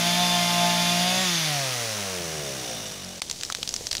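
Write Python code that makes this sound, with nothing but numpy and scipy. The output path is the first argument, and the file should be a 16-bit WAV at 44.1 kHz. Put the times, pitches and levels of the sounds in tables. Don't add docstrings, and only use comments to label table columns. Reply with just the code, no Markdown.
import sys
import numpy as np
from scipy import signal
from scipy.fft import rfft, irfft, next_fast_len
from scipy.io import wavfile
from scipy.ndimage import uniform_filter1d

SR = 44100
rng = np.random.default_rng(int(sys.argv[2]) if len(sys.argv) > 2 else 0)


def inscribe(sig):
    pcm = np.round(np.clip(np.atleast_2d(sig).T, -1, 1) * 32767)
    wavfile.write(sys.argv[1], SR, pcm.astype(np.int16))


def undo_db(level):
    steps = np.asarray(level, float) / 20
    return 10 ** steps


N = 176400
T = np.arange(N) / SR
HZ = np.fft.rfftfreq(next_fast_len(N + 8192), 1 / SR)

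STOP_S = 3.2
WAVER_DB = 3.5
SPUTTER_S, SPUTTER_TAKES_S = 2.8, 0.25


def unit(x):
    return x / np.sqrt(np.mean(x ** 2) + 1e-20)


def along(points, hz):
    f, level_db = np.transpose(points)
    return np.interp(np.log(hz + 1), np.log(f + 1), level_db)


def curve(rows):
    s, value = np.transpose(rows)
    return np.interp(T, s, value)


def wobble(rate_hz):
    count = int(4 * rate_hz) + 2
    return np.interp(T * rate_hz, np.arange(count), rng.standard_normal(count))


def step(at_s, takes_s):
    return 0.5 + 0.5 * np.tanh((T - at_s) / takes_s)


def filtered(x, response):
    size = 2 * (len(HZ) - 1)
    return irfft(rfft(x, size) * response, size)[:N]


def ringing(modes):
    response = 0
    for k, (center, width, db) in enumerate(modes):
        resonance = 1j * HZ * width / (center ** 2 - HZ ** 2 + 1j * HZ * width)
        response = response + (-1) ** k * undo_db(db) * resonance
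    return response


def noise(response):
    return unit(filtered(rng.standard_normal(N), response))


# (time [s], speed [Hz])
SHAFT = [(0, 172.2), (0.231, 177.7), (0.478, 174.4), (.97, 175), (1.22, 187.9), (1.35, 168.8),
         (1.76, 122.2), (2.21, 86.73), (2.57, 64.75), (2.82, 53.3), (3.25, 41.35)]


def crankshaft():
    s, hz = np.transpose(SHAFT)
    shaft_hz = np.exp(np.interp(T, s, np.log(hz)))
    drift_rad = 0.021 + 0.07 * step(SPUTTER_S, SPUTTER_TAKES_S)
    angle = 2 * np.pi * np.cumsum(shaft_hz) / SR + drift_rad * wobble(30)
    return shaft_hz, angle


# (time [s], level [dB])
CHAIN = [(0, -26.5), (1.2, -27), (1.55, -28.5), (2, -31.5), (2.4, -34.5), (2.7, -35), (3.1, -41.5),
         (4, -38.5)]
# (frequency [Hz], level [dB])
CUTTING = [(30, -30), (130, -16), (400, -21.5), (1700, -13), (2100, -9.5), (6300, -10.5), (7800, -20.5),
           (10000, -17), (15600, -29.5)]
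# (frequency [Hz], level [dB])
RUNNING = [(30, -27), (300, -13), (800, -6.5), (4700, -5.5), (6000, -1), (7600, -10.5), (10000, -10.5),
           (13000, -21.5), (15000, -17)]
# (frequency [Hz], level [dB])
RUSTLE = [(60, -3), (600, -9), (1350, -22), (3700, -11.5), (6300, -8.5), (8500, -15), (13000, -26)]
# (frequency [Hz], width [Hz], level [dB])
BAR_CUT = [(3516, 58, 3), (4816, 49, -3.5)]
# (frequency [Hz], width [Hz], level [dB])
BAR_SLOW = [(2910, 130, -2), (3620, 300, -1), (5710, 300, 0), (8130, 160, -6), (12200, 160, -12)]


def chain(angle):
    slow = step(1.61, 0.2)
    stop = step(STOP_S, 0.042)
    running_slow = slow * (1 - stop)

    bar_cut = undo_db(-4.5) * (1 - step(1.51, 0.04)) * noise(ringing(BAR_CUT))
    cut = noise(undo_db(along(CUTTING, HZ))) + bar_cut

    humps = sum(undo_db(db) / (1 + (2 * (HZ - center) / width) ** 2) for center, width, db in BAR_SLOW)
    bar_slow = undo_db(-3 + WAVER_DB * wobble(8.08)) * step(2.49, 0.34) * noise(humps)
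    run = noise(undo_db(along(RUNNING, HZ))) + bar_slow

    rustle = noise(undo_db(along(RUSTLE, HZ)))
    hiss = np.sqrt(1 - slow) * cut + np.sqrt(running_slow) * run + np.sqrt(stop) * rustle
    pulsing = 1 + (0.065 + 0.14 * running_slow) * np.cos(angle)
    return undo_db(curve(CHAIN)) * hiss * pulsing


# (time [s], level [dB])
IDLE = [(3.33, -52), (3.35, -43), (3.51, -45), (3.55, -54), (3.6, -46), (3.89, -44), (3.93, -54)]
# (frequency [Hz], width [Hz], level [dB])
MUFFLER = [(155, 110, 0)]


def idle():
    first_s = 2.2
    catch_s = 0.11
    gap_s, gap_grows_s = 0.023, 0.00313

    k = np.arange(28)
    turn = k % 4
    s = first_s + k // 4 * catch_s
    s = s + turn * gap_s + gap_grows_s * turn * (turn - 1) / 2
    s = s + 0.0015 * rng.standard_normal(len(k))
    size = undo_db(1.5 * rng.standard_normal(len(k)))
    pulses = np.bincount((s * SR).astype(int), size, N + SR)[:N]
    thumps = filtered(pulses, ringing(MUFFLER) ** 2)
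    return thumps / np.std(thumps[T > first_s]) * undo_db(curve(IDLE))


# (frequency [Hz], level [dB])
FIRING = [(172, 0.5), (360, -17.5), (520, -23.5), (565, -0.5), (700, 0), (880, -6), (1225, -16.5),
          (1410, -18), (2700, -11.5), (3500, -7), (3900, -17.5)]
# (frequency [Hz], level [dB])
COASTING = [(60, -16.5), (150, 1.5), (200, -1), (260, -11.5), (380, -5), (700, -6.5), (800, -12),
            (2500, -10.5)]
# (frequency [Hz], level [dB])
LOADED = [(117, -19), (233, -12.5), (450, -33), (640, -11.5)]
COAST_ORDERS = [-2, -5, -14, -6.5, -0.5, -3]


def exhaust(shaft_hz, angle):
    exhaust_db, coast_db = -30.5, -30.5
    release_s = 1.22
    coarse = slice(None, None, 32)
    since_release_s = T[coarse] - release_s
    off = step(release_s, 0.065)[coarse]
    free = step(1.23, 0.039)[coarse]
    rough = step(SPUTTER_S, SPUTTER_TAKES_S)
    coast = off * undo_db(coast_db - 6 * since_release_s)

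    out = np.zeros(N)
    thirds = [j / 3 for j in range(2, 12) if j % 3]
    for k in list(range(1, 41)) + thirds:
        hz = k * shaft_hz[coarse]
        if k % 1:
            level = (1 - free) * undo_db(exhaust_db + along(LOADED, hz))
        else:
            weaker_db = -7 * (k > 10) * (k % 2)
            firing = undo_db(exhaust_db + along(FIRING, hz) + weaker_db)
            order_db = COAST_ORDERS[k - 1] if k <= len(COAST_ORDERS) else -3
            colour_db = along(COASTING, hz) + order_db
            colour_db = colour_db - 11 * (hz > 800) * since_release_s
            colour_db = colour_db - 9 * (hz > 250) * rough[coarse]
            level = (1 - off) * firing + coast * undo_db(colour_db)
        waver_db = (WAVER_DB + 1.5 * rough) * min(1, k / 4) * wobble(14)
        level = np.interp(T, T[coarse], level) * undo_db(waver_db)
        phase = 1.3 * rng.standard_normal()
        out += level * np.sin(k * angle + phase)
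    return np.sqrt(2) * out * (1 - step(STOP_S, 0.0078))


# (time [s], level [dB])
DIPS = [(3.217, -18), (3.549, -12), (3.912, -7)]


def background_dips():
    drop_db = sum(db * ((T > s - 0.0177) & (T < s)) for s, db in DIPS)
    return undo_db(uniform_filter1d(drop_db, size=60))


# (time [s], level [dB], pitch [Hz])
CRACKS = [(3.219, -8.5, 4960), (3.299, -14.5, 3690), (3.312, -11.5, 6050), (3.411, -15.5, 5020),
          (3.434, -11, 3420), (3.45, -16, 4870), (3.5007, -11.5, 1170), (3.5235, -11.5, 3850),
          (3.549, -9.5, 3710), (3.629, -10, 3680), (3.676, -12.5, 6330), (3.691, -10.5, 6200),
          (3.74, -11.5, 6330), (3.763, -9.5, 4650), (3.869, -11, 5250), (3.912, -12, 3820),
          (3.9293, -10, 4790), (3.9515, -10, 4500), (3.9687, -10, 6130), (3.9813, -16, 3880)]
# (frequency [Hz], level [dB])
SNAP = [(900, -7.5), (1500, -9), (5500, 0), (8500, -8), (16000, -30.5)]
# (time [s], level [dB])
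THUDS = [(3.587, -32), (3.809, -26.5)]


def fiber_ticks():
    rows = []
    for k, (late, size, pitch) in enumerate(rng.random((120, 3))):
        db = -32 - 3.1 * np.log(size + 0.022)
        rows.append((2.8 + (k + late) / 100, db, 3000 + 4000 * pitch))
    return rows


def cracks():
    tearing_s = {9: 0.0032, 15: 0.0053}
    t = np.arange(SR // 10) / SR
    f = np.fft.rfftfreq(len(t), 1 / SR)
    out = np.zeros(N + SR)
    for k, (s, db, hz) in enumerate(list(CRACKS) + fiber_ticks()):
        length_s = tearing_s.get(k, 0.0002)
        snap = undo_db(along(SNAP, f)) * min(1, hz / 3500) ** 2
        ring = undo_db(-2) / (1 + ((f - hz) / (0.24 * hz)) ** 2) ** 2
        burst = unit(irfft(rfft(rng.standard_normal(len(t))) * (snap + ring), len(t)))

        attack = np.clip(t / 0.00022, 0, 1)
        blow = np.exp(-np.clip(t - length_s, 0, 1) / 0.00054)
        tail = undo_db(-11 - 60 * t / 0.028)
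        crack = burst * attack * (blow + tail)
        out[round(s * SR):][:len(t)] += undo_db(db) * crack / np.abs(crack).max()

    out[:N] = filtered(out[:N], 1 - 1 / (1 + (HZ / 600) ** 2))
    for s, db in THUDS:
        thud = np.sin(2 * np.pi * 480 * t) * np.exp(-t / 0.0035)
        out[round(s * SR):][:len(t)] += undo_db(db) * thud
    return out[:N]


def scene():
    shaft_hz, angle = crankshaft()
    background = chain(angle) + idle() + exhaust(shaft_hz, angle)
    background = filtered(background, HZ < 15650)
    mono = background * background_dips() + cracks()
    return np.array([mono, mono])


def low_pass(x):
    return signal.sosfilt(signal.butter(12, 16690, fs=SR, output="sos"), x)


def record(dry):
    return low_pass(dry)


dry = scene()
out = record(dry)
inscribe(out)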